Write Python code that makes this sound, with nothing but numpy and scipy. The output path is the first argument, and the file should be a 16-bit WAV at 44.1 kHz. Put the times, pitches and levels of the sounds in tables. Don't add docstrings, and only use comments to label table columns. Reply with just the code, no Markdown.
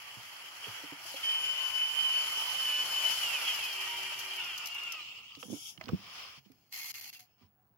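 import sys
import numpy as np
from scipy import signal
from scipy.fft import rfft, irfft, next_fast_len
from scipy.io import wavfile
from scipy.ndimage import uniform_filter1d, map_coordinates

SR = 44100
rng = np.random.default_rng(int(sys.argv[2]) if len(sys.argv) > 2 else 0)


def generate_wav(sig):
    pcm = np.round(np.clip(np.atleast_2d(sig).T, -1, 1) * 32767).astype(np.int16)
    wavfile.write(sys.argv[1], SR, pcm)


def invert_db(level):
    return 10 ** (np.asarray(level, dtype=float) / 20)


N = 342951

# time in seconds, front tooth rate in Hz.
FRONT_SPEED = [(0, 1650), (1.19, 1630), (1.225, 1603), (1.24, 1560), (1.275, 1534), (1.41, 1530),
               (1.45, 1520), (1.7, 1507), (1.92, 1514), (2.03, 1530), (2.08, 1511), (2.25, 1513),
               (2.3, 1530), (2.36, 1503), (2.43, 1530), (2.51, 1519), (2.64, 1523), (2.71, 1489),
               (2.8, 1496), (2.86, 1520), (3.12, 1510), (3.17, 1535), (3.215, 1515), (3.245, 1450),
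               (3.29, 1388), (3.33, 1348), (3.365, 1235), (3.44, 1131), (3.5, 1062), (3.6, 912),
               (3.64, 850), (3.69, 815), (3.76, 772), (3.84, 788), (3.9, 762), (3.96, 786), (4.01, 775),
               (4.08, 797), (4.14, 770), (4.22, 793), (4.36, 790), (4.42, 708), (4.49, 697), (4.53, 650),
               (4.575, 595), (4.65, 588), (4.7, 562), (4.85, 567), (4.9, 550), (4.99, 503), (5.07, 425),
               (5.4, 378)]


def unit(x):
    return x / np.sqrt(np.mean(x ** 2) + 1e-20)


def along(points, hz):
    f, v = np.transpose(points)
    return np.interp(np.log(hz + 1), np.log(f + 1), v)


def curves(rows, outside=None):
    s, *cols = np.transpose(rows)
    return [np.interp(np.arange(N) / SR, s, c, outside, outside) for c in cols]


def bumps(rows):
    t = np.arange(N) / SR
    return sum(db * np.exp(-((t - s) / half) ** 2) for s, db, half in rows)


def wobble(rate, channels=1):
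    at = [np.arange(N) * rate / SR]
    knots = rng.standard_normal((channels, int(N * rate / SR) + 4))
    return np.array([map_coordinates(k, at, order=1) for k in knots])


def filtered(x, response):
    m = next_fast_len(N + 8192)
    return irfft(rfft(x, m) * response(np.fft.rfftfreq(m, 1 / SR)), m)[..., :N]


def resonances(peaks, hz):
    return sum(db / (1 + ((hz - centre) / width) ** 2) for centre, width, db in peaks)


def coloured(spectrum):
    return lambda hz: invert_db(along(spectrum, hz))


def peaked(spectrum, peaks):
    return lambda hz: invert_db(along(spectrum, hz) + resonances(peaks, hz))


def rush(gain, patchy_db):
    # frequency in Hz, left-right likeness from 0 to 1.
    likeness = [(100, 0.67), (900, 0.71), (1500, 0.18), (2500, 0.074)]
    z = signal.stft(rng.standard_normal((2, N)), nperseg=512)[2]
    field = uniform_filter1d(rng.standard_normal(z.shape[1:]), size=4, axis=0)
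    field = uniform_filter1d(field, size=8, axis=1)
    pair = signal.istft(z * invert_db(patchy_db * unit(field)), nperseg=512)[1][:, :N]
    angle = lambda hz: np.arccos(np.clip(along(likeness, hz), -1, 1)) / 2
    mid, side = filtered(pair, lambda hz: gain(hz) * [np.cos(angle(hz)), np.sin(angle(hz))])
    return unit(np.array([mid + side, mid - side]))


def background():
    # frequency in Hz, density in dB per Hz.
    hum_colour = [(15, -73), (25, -33), (107, -2), (140, -5.5), (432, -16.5), (580, -20), (719, -12.5),
                  (916, -17.5), (1170, -20), (1750, -23.5), (2000, -28), (3000, -33), (7000, -38),
                  (13800, -41), (15400, -21)]
    # frequency in Hz, level in dB rms.
    whistle_lines = [(15633, -82), (15676, -79)]
    # nearest time in seconds, half length in seconds, dB over the hum.
    tyre_roll = (2.9, 1.8, 7.4)
    # time in seconds, half length in seconds, dB over the hum.
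    hand_shifts = [
        (5.518, 0.099, 13.5),
        (5.922, 0.18, 15),
    ]
    t = np.arange(N) / SR
    whistle = np.zeros((2, N))
    for hz, db in whistle_lines:
        phase = rng.uniform(0, 6, (2, 1))
        whistle += invert_db(db + 4 + wobble(8, channels=2)) * np.sin(2 * np.pi * hz * t + phase)
    swells_db = bumps([(s, db, half) for s, half, db in (tyre_roll, *hand_shifts)])
    hum_db = -71.5 + swells_db + wobble(11.0)
    return invert_db(hum_db) * rush(coloured(hum_colour), patchy_db=1.5) + whistle


def knocks():
    # time in seconds, peak in dB, pitch in Hz, left minus right in dB.
    shell_bumps = [(0.17, -46.5, 116.7, -10), (0.668, -50, 432, -10), (0.681, -44.5, 108, -6),
                   (0.837, -47.5, 290, -9), (0.922, -45.5, 286, -6), (1.051, -56.5, 658, -2),
                   (1.141, -46.5, 540, -7), (5.372, -52, 278, -12), (5.431, -48.5, 494, -12),
                   (5.452, -49, 200, -17), (5.483, -45, 252, -19), (5.56, -55, 297, -4),
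                   (5.842, -54, 220, -14), (5.5, -35.5, 232, -18), (5.519, -36, 220, -8),
                   (5.529, -35, 290, -11), (5.538, -37, 270, -11), (5.781, -49, 161, -24),
                   (5.81, -48, 644, -13), (5.872, -42, 238, -26), (5.883, -47, 380, 16.5),
                   (5.893, -44, 484, -6), (5.92, -34, 195, -20), (5.9315, -22.5, 180, 30),
                   (5.932, -23.5, 160, -15), (5.944, -31, 190, -10), (5.89, -33.5, 104, -10),
                   (7.43, -54, 94, -5), (5.991, -53, 194, -15), (6.376, -55.5, 140, -12),
                   (6.46, -56.5, 197, -25), (6.5, -55.5, 262, -13), (7.412, -62.5, 236, -17),
                   (7.47, -71, 197, -9)]
    soft_t60_s, pitch_damps = 0.091, .35
    grip_db = 29
    out, t = np.zeros((2, N + SR)), np.arange(SR // 4) / SR
    for s, db, hz, pan_db in shell_bumps:
        t60 = soft_t60_s * 2 ** (-(db + 50.5) / grip_db) * (250 / hz) ** pitch_damps
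        phase = rng.uniform(0, 1.1, (3, 2, 1))
        modes = zip((.55, 1, 1.6), (.4, 1, .25), phase)
        body = sum(g * np.sin(2 * np.pi * k * hz * t + p) for k, g, p in modes)
        rise = np.sin(np.pi / 2 * np.minimum(t * hz / 0.47, 1)) ** 2
        shade_db = np.minimum([[pan_db], [-pan_db]], 0)
        out[:, round(s * SR):][:, :len(t)] += invert_db(db + 10.0 - 60 * t / t60 + shade_db) * rise * body
    return filtered(out[:, :N], lambda hz: (1j * hz / (70 + 1j * hz)) ** 4)


def grit():
    # time in seconds, peak in dB, length in seconds.
    ticks = [(.82, -49.5, .022), (.9, -53.5, .022), (3.54, -40, .07), (3.636, -38, .07), (3.725, -41, .045),
             (3.8082, -39, .022), (3.9664, -46, .04), (4.188, -37, .055), (4.245, -46, .04),
             (4.3582, -42, .04), (4.4443, -42, .02), (4.5772, -33, .022), (4.657, -32.5, .022),
             (4.6694, -34.5, .022), (4.683, -42, .018), (4.745, -39, .018), (4.8332, -42.5, .018),
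             (4.9199, -33, .022)]
    # frequency in Hz, density in dB per Hz.
    grit_colour = [(1800, -17.5), (4000, 8), (6500, 4.5), (8500, -8), (11000, 5), (15800, -5)]
    envelope, t = np.zeros(N + SR), np.arange(SR // 10) / SR
    for s, db, length in ticks:
        fall = invert_db(db - 3.0 - 60 * (t / length) ** 2)
        envelope[round(s * SR):][:len(t)] += fall * (1 - np.exp(-t / 0.0013))
    return envelope[:N] * rush(coloured(grit_colour), patchy_db=1.2)


def hitch():
    # time in seconds, peak in dB, resonance in Hz, left minus right in dB.
    clacks = [(5.351, -30.5, 3900, 1), (5.428, -28.5, 3000, -3), (5.4269, -36, 1230, -16),
              (5.7762, -35, 2920, -4), (5.811, -26.5, 2040, -3), (5.8383, -34.5, 4310, -10.5),
              (5.8564, -36, 4550, -15), (5.8829, -30, 2510, -2.5), (5.8882, -24.5, 1140, -8.5),
              (6.518, -49, 5500, -9), (6.5182, -54, 2400, 0), (6.5181, -49, 14500, 0),
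              (6.495, -58, 3980, 0)]
    t60_s = 0.026
    edge_db, edge_grows = -33.5, 0.46
    pin_db = -3.5
    out, t = np.zeros((2, N + SR)), np.arange(SR // 10) / SR
    f = np.fft.rfftfreq(len(t), 1 / SR)
    for s, db, hz, pan_db in clacks:
        treble_db = edge_db - (1 - edge_grows) * (db + 36.5)
        resonance = 1 / (1 + ((f - hz) / (0.27 * hz)) ** 2) + 0.14
        band = (f > 500) / (1 + (f / max(6500, 0.87 * hz)) ** 8)
        colour = resonance * band + invert_db(treble_db + 1.5) * (f > 6500)
        burst = unit(irfft(rfft(rng.standard_normal((2, len(t)))) * colour, len(t)))
        burst = burst + invert_db(pin_db) * np.sin(2 * np.pi * hz * t)
        fall_db = 60 * t / t60_s * (hz / 2000) ** 0.25
        envelope = invert_db(db - 9 - fall_db + [[pan_db / 2], [-pan_db / 2]]) * (1 - np.exp(-t / 0.00057))
        out[:, round(s * SR):][:, :len(t)] += envelope * burst
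    return out[:, :N]


def first_turn():
    # start in seconds, end in seconds, start level in dB, end level in dB.
    steer = [
        (5.35, 5.37, -64, -70),
        (5.397, 5.48, -53, -57),
        (5.502, 5.698, -53, -47.5),
    ]
    # frequency in Hz, density in dB per Hz.
    steer_colour = [(530, -56), (900, -17), (1010, -50), (1290, -16.5), (1870, -52), (2240, -9.5),
                    (2430, -19), (2780, -9.5), (3170, 1), (4130, -16), (5310, -12), (8570, -17.5),
                    (10000, -12.5), (11200, -25), (15800, -29.5)]
    # frequency in Hz, width in Hz, height in dB.
    steer_peaks = [(5500, 130, 8), (6500, 440, 7.5), (9950, 400, 8), (12500, 790, 13)]
    t = np.arange(N) / SR
    turn = np.zeros(N)
    for a, b, db_a, db_b in steer:
        stop_db = 344 * np.maximum(t - b, 0)
        turn += (t > a) * invert_db(np.interp(t, [a, b], [db_a, db_b]) - stop_db)
    return uniform_filter1d(turn, size=900) * rush(peaked(steer_colour, steer_peaks), patchy_db=2.0)


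def second_turn():
    # start in seconds, end in seconds, start level in dB, end level in dB.
    strokes = [
        (6.724, 6.919, -47.5, -46),
        (6.941, 7.004, -48, -51.5),
        (7.009, 7.103, -51, -52.5),
        (7.129, 7.183, -52, -64.5),
        (7.193, 7.24, -55.5, -75.5),
    ]
    # frequency in Hz, density in dB per Hz.
    stroke_colour = [(290, -30.5), (500, -27.5), (578, -51.5), (697, -17.5), (817, -19), (1480, -17),
                     (1680, -16.5), (2150, -2), (3780, -10.5), (4240, -6.5), (5830, -14.5), (6360, -16.5),
                     (8610, -18.5), (12000, -6.5), (15800, -19)]
    # frequency in Hz, width in Hz, height in dB.
    servo_peaks = [(2260, 190, -4.5), (4520, 150, 4.5), (6450, 330, 10.5), (12300, 200, -5.5)]
    # frequency in Hz, level in dB over the whir.
    pinion = [(2130, -14.5), (4250, -8), (6380, -15.5)]
    beat_hz, beat_db, grain_db = 70, 4, 2
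    t = np.arange(N) / SR
    pushes = np.zeros(N)
    for a, b, db_a, db_b in strokes:
        pushes += (t > a) * (t < b) * invert_db(np.interp(t, [a, b], [db_a, db_b]))
    coast = invert_db(np.interp(t, [6.7, 6.722, 7.2, 7.255, 7.285], [-79.0, -62, -68.0, -72.5, -99.5]))
    envelope = uniform_filter1d(pushes, size=90) + coast
    turns = 2 * np.pi * np.cumsum(1 + 0.014 * wobble(35)[0]) / SR
    sing = sum(invert_db(db + 3.9 * wobble(40, channels=2)) * np.sin(hz * turns) for hz, db in pinion)
    beat = np.cumsum(beat_hz * (1 + .15 * wobble(40)[0])) / SR % 1
    catching = unit(invert_db(-beat_db * beat + grain_db * wobble(400)))
    return envelope * catching * (rush(peaked(stroke_colour, servo_peaks), patchy_db=2.0) + sing)


def servo():
    # time in seconds, pitch in Hz, length in seconds, level in dB.
    squeaks = [
        (5.385, 1250, .035, -68),
        (7.098, 2700, 0.012, -55),
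        (7.165, 2700, 0.019, -55),
        (7.21, 4100, .015, -69),
        (6.82, 2150, 0.014, -48),
        (7.075, 790, .015, -72),
        (7.215, 730, .03, -70),
        (7.445, 980, .02, -75),
        (7.6, 750, .03, -76),
    ]
    t = np.arange(N) / SR
    squeal = np.zeros(N)
    for s, hz, length, db in squeaks:
        squeal += invert_db(db) * np.exp(-((t - s) / length) ** 2) * np.sin(2 * np.pi * hz * t)
    return invert_db(2.5) * (first_turn() + second_turn() + squeal) * invert_db(0.62 * np.tanh(wobble(130)))


def creeping():
    # start, fastest and end time in seconds, peak in dB, rise in dB, sag in dB.
    creeps = [
        (5.8, 6.2, 6.39, -50, 18, 10),
        (7.38, 7.425, 7.47, -73, 9, 10),
    ]
    total = np.zeros(N)
    for a, top, b, db, rise_db, sag_db in creeps:
        stopped_db = db - sag_db - 35
        rows = [(a, db - rise_db), (top, db), (b, db - sag_db), (b + 0.03, stopped_db)]
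        total += invert_db(curves(rows, outside=-120)[0])
    return total


def stopping():
    # frequency in Hz, density in dB per Hz.
    creep_colour = [(240, -22.5), (400, -18), (890, -9.5), (1140, -4.5), (1700, -10), (2350, -4.5),
                    (3090, -1), (3900, -5.5), (5220, -10.5), (7910, -23), (10400, -19.5), (14000, -30.5),
                    (15800, -23)]
    # frequency in Hz, width in Hz, height in dB.
    creep_peaks = [(1100, 150, 2), (2350, 120, 3), (3050, 200, 2), (5150, 200, 4)]
    # time in seconds, level in dB.
    settle = [(6.38, -95), (6.41, -74), (6.44, -76), (6.454, -64), (6.48, -74), (6.52, -77), (6.6, -79),
              (6.645, -76), (6.7, -82), (7.22, -82), (7.27, -76), (7.33, -79), (7.5, -88), (7.56, -100)]
    # frequency in Hz, density in dB per Hz.
    settle_colour = [(600, -30), (850, -8), (1200, -12), (1900, -11), (2400, -2), (3100, 0), (3900, -14),
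                     (5000, -6), (7000, -18), (15800, -35)]
    creep = creeping() * rush(peaked(creep_colour, creep_peaks), patchy_db=1.5)
    settle_gain = invert_db(curves(settle, outside=-120)[0] - 5)
    return invert_db(5.5) * (creep + settle_gain * rush(coloured(settle_colour), patchy_db=2.5))


def switching():
    carrier = (8008, 4.75, 5.34, -76)
    hz, start, end, db = carrier
    t = np.arange(N) / SR
    gain = invert_db(db + 2.5 * wobble(20, channels=2))
    return gain * (t > start) * (t < end) * np.sin(2 * np.pi * hz * t)


def shafts():
    # time in seconds, rear tooth rate in Hz.
    rear_speed = [(0, 1902), (1.19, 1885), (1.25, 1800), (1.31, 1770), (1.45, 1750), (3.2, 1746),
                  (3.37, 1480), (3.5, 1260), (3.6, 1090), (3.7, 975), (3.78, 946), (4.38, 946), (4.45, 870),
                  (4.5, 800), (4.57, 730), (4.69, 700), (4.89, 700), (4.95, 650), (5.05, 566), (5.4, 460)]
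    turn_s = (3.25, 3.6)
    axle_share = (.347, .4)
    (front,), (rear,) = curves(FRONT_SPEED), curves(rear_speed)
    return np.array([front, rear, rear * np.interp(np.arange(N) / SR, turn_s, axle_share)])


def whine(pan_db, swell_db):
    # shaft number, multiple of its tooth rate, dB at full speed, dB gained at half speed.
    meshes = [(0, .346, -9, -30), (0, .6, -10, -20), (0, .7, -8, -20), (0, 1, -5, -15), (0, 1.4, -7, -15),
              (0, 1.6, -15, -10), (0, 1.7, -18, -10), (0, 1.8, -17, -10), (0, 1.9, -16, -20),
              (0, 1.966, -11, -30), (0, 2, 0, -4), (0, 2.035, -15, -30), (0, 3, 1, -2), (0, 4, -11, 9),
              (0, 5, -16, 14), (0, 6, -17, 9), (0, 7, -5, -12), (1, 1, -8, 6), (1, 2, -14, 11),
              (1, 3, -13, 8), (1, 4, -10, 4), (2, 1, -12, 4)]
    # frequency in Hz, gain in dB.
    casing = [(300, -30), (380, -11), (470, -24), (610, -19), (740, -28), (950, -14), (1450, -10),
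              (1600, -22), (1900, -13), (2100, -16), (2350, -6), (2900, 0), (3230, 0), (3340, -14),
              (3520, -15), (3750, -22), (4100, -26), (4500, -24), (5500, -25), (7000, -18), (8000, -24),
              (10600, -19)]
    hunting = .0014
    fading_db, breakup_db = 1.8, 3.5
    rates = shafts()
    unsteady = hunting * wobble(9, channels=3) * FRONT_SPEED[0][1] / rates[0]
    speeds = rates * (1 + 0.0012 * wobble(30, channels=3) + unsteady)
    turns = 2 * np.pi * np.cumsum(speeds, axis=1) / SR
    bearing = np.interp(np.arange(N) / SR, [2.5, 2.7], [.2, -.6]) * [[1], [-1]]
    tones, power = np.zeros((2, N)), np.zeros(N)
    for shaft, multiple, db, slow_db in meshes:
        rate = speeds[round(shaft)]
        hz = multiple * rate
        halvings = np.log2(rate.max() / rate)
        gain = invert_db(db + (slow_db + fading_db * wobble(18)[0]) * halvings + along(casing, hz))
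        flutter_db = (2.5 + .3 * multiple) * (1 if shaft == 0 else .6)
        backlash = np.tanh(.5 * (wobble(70) + 0.15 * wobble(14, channels=2)))
        shake = unit(invert_db(flutter_db * 2 * backlash))
        path = bearing + .3 * wobble(4, channels=2) + .25 * wobble(60)
        away = 1 - 1 / (1 + ((hz - 2900) / 700) ** 4)
        breakup = invert_db(away * (breakup_db * wobble(14)[0] - 0.6 * swell_db))
        tones += gain * breakup * shake * np.sin(multiple * turns[round(shaft)] + path)
        power += gain ** 2 / 2
    return tones / np.sqrt(power) * invert_db([pan_db / 2, -pan_db / 2])


def rattle(slow):
    # frequency in Hz, density in dB per Hz.
    gears = [(150, -61.5), (250, -30), (373, -21.5), (436, -24.5), (934, -9.5), (1090, -14.5), (1190, -9),
             (1710, -12.5), (3040, 8), (3550, -13), (5300, -19.5), (8610, -27), (10200, -20.5),
             (15800, -36)]
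    # frequency in Hz, density in dB per Hz.
    slow_gears = [(180, -59), (300, -32.5), (582, -33), (735, -28), (1250, -15.5), (1660, -35.5), (2820, 2),
                  (3920, -20), (10400, -39), (12700, -38), (15800, -52)]
    fast_noise = np.sqrt(1 - slow) * rush(coloured(gears), patchy_db=1.6)
    slow_noise = np.sqrt(slow) * rush(coloured(slow_gears), patchy_db=3)
    return (fast_noise + slow_noise) * invert_db(1.0 * wobble(90))


def drive():
    # time in seconds, gear noise in dB, brightness in dB.
    view = [(0, -57, -1.5), (.58, -57, -0.5), (.68, -53, 0), (.98, -56.5, -3.5), (1.07, -56, 5.5),
            (1.2, -53, 2), (1.9, -52.5, 2.5), (2.3, -49, 3), (2.76, -51, 5), (2.88, -48.5, 3),
            (3.15, -48.5, 5.5), (3.48, -47.5, 2), (3.68, -51, 2.5), (4.35, -52, 0), (4.9, -53.5, -4),
            (5.03, -57, -2), (5.32, -66, -2.5), (5.41, -68, 1.5)]
    # front tooth rate in Hz, gain in dB.
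    singing = [(378, -21), (500, 12), (570, 12), (785, 15), (1000, 11), (1300, 12.5), (1500, 18.5),
               (1585, 15), (1602, -2)]
    # time in seconds, gain in dB, half length in seconds.
    swells = [(.65, 15.5, 0.021), (.78, 12, 0.046), (1.17, 15.5, 0.023), (1.245, 6, 0.015),
              (1.29, 3, 0.035), (1.47, 4.5, 0.044), (1.33, 6.5, 0.12), (1.6, 5, 0.29), (1.82, 9.5, 0.047),
              (2.0, 10, 0.037), (2.065, 11, 0.019), (2.1, 7, .01), (2.16, 10, 0.059), (2.74, 10, 0.12),
              (2.87, -7.5, 0.039), (2.98, 7, 0.021), (3.07, 6.5, 0.049), (3.24, 7, 0.019),
              (3.355, 9, 0.022), (3.42, 0.5, 0.039), (3.51, 9, 0.045), (3.67, 3, .03), (4.19, -2, 0.035),
              (3.61, 2.5, 0.041), (4.05, 1, .08), (4.27, -1.5, .04), (4.41, 5, .03), (4.49, 2, 0.055),
              (4.56, 2.5, 0.017), (4.91, 4, 0.032), (4.76, 4.5, .05), (4.85, 3, 0.032), (4.97, -0.5, 0.089)]
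    # time in seconds, left minus right in dB.
    beam = [(0, -25), (1.2, 1), (1.3, 0), (1.62, 12.5), (1.76, 9.5), (1.95, -12), (2.15, 5), (2.5, -5.5),
            (3.14, 10), (3.3, -3.5), (3.6, 4), (3.68, 2), (4.3, 2.5), (4.85, 4), (5.4, 3)]
    noise_db, bright_db = curves(view, outside=-120)
    (front,), (pan_db,), swell_db = curves(FRONT_SPEED), curves(beam), bumps(swells)
    whine_db = noise_db + along(singing, front) + swell_db
    casing_db = -2 + 15.5 * np.log2(front.max() / front) + 0.35 * swell_db
    slow = np.clip((820 - front) / 330, 0, 1)
    noise = rattle(slow)
    low = filtered(noise, lambda hz: 1 / (1 + (hz / 2150) ** 12))
    high = filtered(noise, lambda hz: 1 - 1 / (1 + (hz / 3700) ** 12))
    ring = unit(noise - low - high)
    ceiling_db = np.maximum(whine_db - 6, noise_db + 2 + 10 * slow ** 4)
    ring_db = np.minimum(noise_db + casing_db + 5, ceiling_db)
    gear_noise = invert_db(noise_db + 2.5) * (unit(low) + invert_db(bright_db + 2.0) * unit(high))
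    gear_noise = gear_noise + invert_db(ring_db) * ring
    tones = invert_db(whine_db - 6.0) * whine(np.clip(pan_db, -20, 20), swell_db)
    return gear_noise + tones + stopping() + switching()


def scene():
    # frequency in Hz, left minus right in dB.
    port_balance = [(300, -1.5), (1100, -3), (3100, -1.5), (4300, 3.5), (5100, 9), (5900, 8), (7300, 9.5),
                    (8600, 7.5), (10300, 5.5), (12000, -11.5), (13400, -10), (14500, 12.5)]
    # frequency in Hz, width in Hz, gain in dB.
    cavity = [(3820, 180, -7.5), (5200, 200, 3.5), (8900, 600, -10)]
    tractor = grit() + hitch() + servo() + drive()
    side = np.array([[.5], [-.5]])
    lag_s = .00009

    def ports(hz):
        gain = invert_db(side * along(port_balance, hz) + resonances(cavity, hz))
        return gain * np.exp(2j * np.pi * hz * side * lag_s)

    return background() + knocks() + filtered(tractor, ports)


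def roll_off(x):
    return signal.sosfilt(signal.butter(12, 16450, fs=SR, output="sos"), x)


def record(dry):
    mix = filtered(dry, lambda hz: hz < 15850)
    return roll_off(mix)


dry = scene()
out = record(dry)
generate_wav(out)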